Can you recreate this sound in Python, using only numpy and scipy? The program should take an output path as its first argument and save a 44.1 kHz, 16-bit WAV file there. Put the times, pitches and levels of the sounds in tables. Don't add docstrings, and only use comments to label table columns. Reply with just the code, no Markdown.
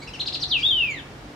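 import sys
import numpy as np
from scipy import signal
from scipy.fft import rfft, irfft, next_fast_len
from scipy.io import wavfile
from scipy.ndimage import uniform_filter1d, map_coordinates

SR = 44100
rng = np.random.default_rng(int(sys.argv[2]) if len(sys.argv) > 2 else 0)


def generate_wav(signal):
    frames = np.transpose(np.atleast_2d(signal))
    scaled = np.clip(frames, -1, 1) * 32767
    pcm = np.round(scaled).astype(np.int16)
    wavfile.write(sys.argv[1], SR, pcm)


N = 59535

# (start [s], rise [s], fall [s], top pitch [Hz], pitch a third into the fall [Hz],
# two thirds in [Hz], end pitch before the closing flick [Hz], level [dB], overtone send [dB])
CHIP_NOTES = [(0.018, 0.0062, 0.017, 2290, 2187, 2298, 2220, -30, -22.5),
              (.070, 0.008, 0.02, 2830, 2634, 2505, 2430, -29, -27),
              (.130, 0.0084, 0.029, 3140, 2790, 2700, 2100, -30, -26.5),
              (0.187, .020, 0.017, 4300, 3380, 2680, 2400, -27, -29.5),
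              (0.252, 0.018, .024, 5200, 3895, 2750, 2580, -26.5, -27.5),
              (0.32, 0.018, .025, 5400, 4280, 2770, 2520, -25.5, -28),
              (.393, .013, .039, 6210, 5000, 4123, 2910, -25.5, -29.5)]
# (pitch [Hz], gain [dB])
THROAT_EQ = [(2000, -17.5), (2800, -9), (3500, -2), (4150, 3.5), (4900, -7.5), (6200, -20.5)]
# (frequency [Hz], gain [dB])
CHIP_OVERTONE_EQ = [(4000, 0), (6900, 0), (7700, -12), (9000, -15), (10500, -30), (15000, -34)]
# (frequency [Hz], gain [dB])
CHIP_BREATH_EQ = [(1500, -23.5), (3000, 14.5), (5000, 11.5), (7000, -2), (8700, 1), (10500, -24),
                  (12000, -12), (15000, -30.5)]
def chips():
    launch_hz, closing_s, closing_drop = 1985, 0.0056, 0.34
    upstroke_db_per_octave_per_s = -0.0997
    t, out = clock(), np.zeros(N)
    breath = amp(-25) * hiss(CHIP_BREATH_EQ)
    for start, rise, fall, top, high, low, last, db, overtone_db in CHIP_NOTES:
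        risen = np.clip((t - start) / rise, 0, 1)
        falling_hz = np.interp((t - start - rise) / fall, np.linspace(0, 1, 4), [top, high, low, last])
        arch_hz = smooth(launch_hz + (falling_hz - launch_hz) * np.sin(np.pi / 2 * risen ** 1.4))
        closing = np.clip((t - start - rise - fall) / closing_s + 1, 0, 1)
        hz = arch_hz * (1 - closing_drop * closing ** 2)
        phase = unsteady_phase(hz)
        overtones = sum(amp(overtone_db + tilt_db + along(CHIP_OVERTONE_EQ, k * hz)) * np.sin(k * phase)
                        for k, tilt_db in [(2, 7), (3, -7)])
        tone = amp(along(THROAT_EQ, hz)) * np.sin(phase) + overtones + breath
        octaves_per_s = np.log2(top / launch_hz) / rise
        duck_db = upstroke_db_per_octave_per_s * octaves_per_s * (1 - risen ** 2)
        envelope = gate(start, start + rise + fall, attack=0.0023, release=0.0064)
        out += amp(db + duck_db) * envelope * tone
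    return np.sqrt(2) * out


# (time [s], pitch [Hz])
WHISTLE_PITCH = [(.474, 2515), (.481, 5697), (.486, 6176), (.498, 5010), (.516, 3813), (.53, 3230),
                 (.55, 2825), (.58, 2470), (.6, 2341), (.622, 2347), (.632, 3203), (.675, 3796),
                 (.701, 3550), (.726, 3117), (.757, 3086), (.839, 2620), (.905, 2307), (.985, 1790),
                 (1.005, 1490)]
# (time [s], level [dB], octave level [dB])
WHISTLE_LEVELS = [(0.473, -51.5, -75), (0.494, -44, -73), (0.518, -21.5, -67.5), (.567, -21, -73.5),
                  (0.592, -37, -60), (0.618, -39.5, -38.5), (0.638, -19, -67.5), (.68, -21.5, -56),
                  (.77, -23, -75), (0.832, -21, -71), (.86, -28, -59), (0.911, -30, -57.5),
                  (0.962, -43.5, -51), (0.979, -39.5, -43), (1.0, -52, -40), (1.014, -70, -56)]
# (frequency [Hz], level against the fundamental [dB])
SHEEN_EQ = [(5000, -47), (6300, -30), (6900, -15), (7300, -58.5), (10500, -63.5), (11500, -48),
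            (13000, -51.5), (15000, -51.5)]
RASP_START_S, RASP_END_S = 0.569, 0.622
def whistle():
    start, end = WHISTLE_PITCH[0][0], WHISTLE_LEVELS[-1][0]
    hz, = automation(WHISTLE_PITCH)
    db, octave_db = automation(WHISTLE_LEVELS)
    phase = unsteady_phase(hz)
    flicker_db = lambda: 1.5 * wobble(per_s=70)
    sheen = sum(amp(along(SHEEN_EQ, k * hz) + flicker_db()) * (k * hz < SR / 2) * np.sin(k * phase)
                for k in range(3, 7))
    sheen *= gate(RASP_START_S, end, attack=0.096, release=0.03)
    octave = amp(octave_db + flicker_db() / 2) * np.sin(2 * phase)
    tone = amp(db) * (np.sin(phase) + sheen) + octave
    return np.sqrt(2) * tone * gate(start, end, attack=0.0047, release=0.0053)


# (frequency [Hz], gain [dB])
RASP_EQ = [(1500, -40), (3000, 7), (5000, 8.5), (7000, -3), (9000, -12), (15000, -27.5)]
def rasp():
    whistle_db, _ = automation(WHISTLE_LEVELS)
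    swell = amp(-46) * gate(RASP_START_S, RASP_END_S, attack=0.022, release=0.014)
    return hiss(RASP_EQ) * (swell + amp(whistle_db - 35))


# (frequency [Hz], gain [dB])
SCATTER_EQ = [(1500, 4.5), (2500, 1), (4200, 6), (6000, 4.5), (15000, 10.5)]
def scatter(song, predelay_s, t60_s, width=1.18):
    age = np.maximum(np.arange(SR // 2) / SR - predelay_s, 0)
    bloom = 1 - np.exp(-age / 0.0019)
    mid, side = rng.standard_normal((2, len(age))) * amp(-60 * age / t60_s) * bloom
    tail = np.array([mid + width * side, mid - width * side])
    wet = signal.fftconvolve(song[None], tail / np.linalg.norm(tail[0]), axes=1)[:, :N]
    return filtered(wet, lambda hz: amp(along(SCATTER_EQ, hz)))


# (delay [s], level [dB], left over right [dB])
WALL_TAPS = [(.0055, -21.5, -1), (.012, -18, 3.5), (0.022, -34.5, -2.5)]
def walls(song):
    return filtered(song, lambda hz: sum(amp(db) * pan(left_db) * np.exp(-2j * np.pi * hz * delay)
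                                         for delay, db, left_db in WALL_TAPS))


# (start [s], end [s], pitch [Hz], level [dB])
DISTANT_NOTES = [(0, 0.157, 4015, -55.5), (0, 0.06, 7790, -60.5), (0.177, 0.573, 732.7, -56.5)]
def far_tones():
    out = np.zeros((2, N))
    for start, end, hz, db in DISTANT_NOTES:
        ears = np.array([amp(1.8 * wobble(per_s=24.8)) * np.sin(unsteady_phase(hz)) for _ in range(2)])
        out += amp(db) * ears * gate(start, end, attack=0.0031, release=0.019)
    return np.sqrt(2) * out


# (frequency [Hz], relative noise density [dB])
AIR_EQ = [(15, -36), (25, -32), (53, 2), (69, -3), (148, -3.5), (221, -7), (281, -2), (421, -8), (567, -10),
          (703, -10), (1200, -13), (1950, -16), (2360, -18.5), (5140, -25), (15500, -47)]
# (frequency [Hz], left-right correlation [1 = mono])
AIR_CORRELATION = [(50, 1), (125, 0.92), (250, 0.92), (500, 0.83), (1000, .25), (3000, 0.062), (12000, .1)]
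def outdoor_air():
    def mid_side_gains(hz):
        spread = np.arccos(np.clip(along(AIR_CORRELATION, hz), -1, 1)) / 2
        return amp(along(AIR_EQ, hz)) * [np.cos(spread), np.sin(spread)]
    mid, side = filtered(rng.standard_normal((2, N)), mid_side_gains)
    return amp(-41.5) * unit_rms(np.array([mid + side, mid - side]))


# (frequency [Hz], level [dB])
HUM_PARTIALS = [(47.5, -55), (95, -54), (140, -53)]
def hum(fade_db_per_s=-0.5):
    t = clock()
    drone = sum(amp(db + 2 * wobble(per_s=4)) * np.sin(2 * np.pi * hz * t + 0.76 * wobble(per_s=6.68))
                for hz, db in HUM_PARTIALS)
    return np.sqrt(2) * drone * amp(fade_db_per_s * (t - t.mean()))


def amp(db):
    return 10 ** (np.asarray(db) / 20)


def unit_rms(x):
    return x / np.sqrt(np.mean(x ** 2) + 1e-20)


def pan(left_db):
    return amp(left_db * np.array([[0.5], [-0.5]]))


def along(points, hz):
    frequencies, values = np.transpose(points)
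    return np.interp(np.log(hz + 1), np.log(frequencies + 1), values)


def clock():
    return np.arange(N) / SR


def smooth(curve):
    return uniform_filter1d(curve, size=130)


def automation(rows):
    times, *columns = np.transpose(rows)
    return [smooth(np.interp(clock(), times, column)) for column in columns]


def wobble(per_s):
    return map_coordinates(rng.standard_normal(4096), [clock() * per_s], mode="wrap")


def unsteady_phase(hz, jitter=0.003):
    return 2 * np.pi * np.cumsum(hz * (1 + jitter * wobble(per_s=160))) / SR


def gate(start, end, attack, release):
    t = clock()
    return np.sin(np.pi / 2 * np.clip(np.minimum((t - start) / attack, (end - t) / release), 0, 1))


def filtered(x, response):
    size = next_fast_len(N + SR // 2)
    return irfft(rfft(x, size) * response(np.fft.rfftfreq(size, 1 / SR)), size)[..., :N]


def hiss(eq):
    return unit_rms(filtered(rng.standard_normal(N), lambda hz: amp(along(eq, hz))))


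# (time [s], left over right [dB])
SONG_PAN = [(0, 0.5), (.2, 2.2), (.5, 1.5), (.8, 2), (.87, 0), (.94, -2.5), (.99, 1)]
def scene():
    song = chips() + whistle() + rasp()
    left_db, = automation(SONG_PAN)
    left_lead_s = 8e-6
    direct = filtered(song, lambda hz: np.exp(1j * np.pi * hz * left_lead_s * np.array([[1], [-1]])))
    leaves = amp(-5) * scatter(song, predelay_s=0.0024, t60_s=0.14)
    far_tail = amp(-14.5) * scatter(song, predelay_s=0.024, t60_s=0.51)
    bird = pan(left_db) * (direct + walls(song) + leaves + far_tail)
    return bird + far_tones() + pan(left_db=-0.5) * (outdoor_air() + hum())


def record(dry):
    return filtered(dry, lambda hz: hz < 15750)


dry = scene()
out = record(dry)
generate_wav(out)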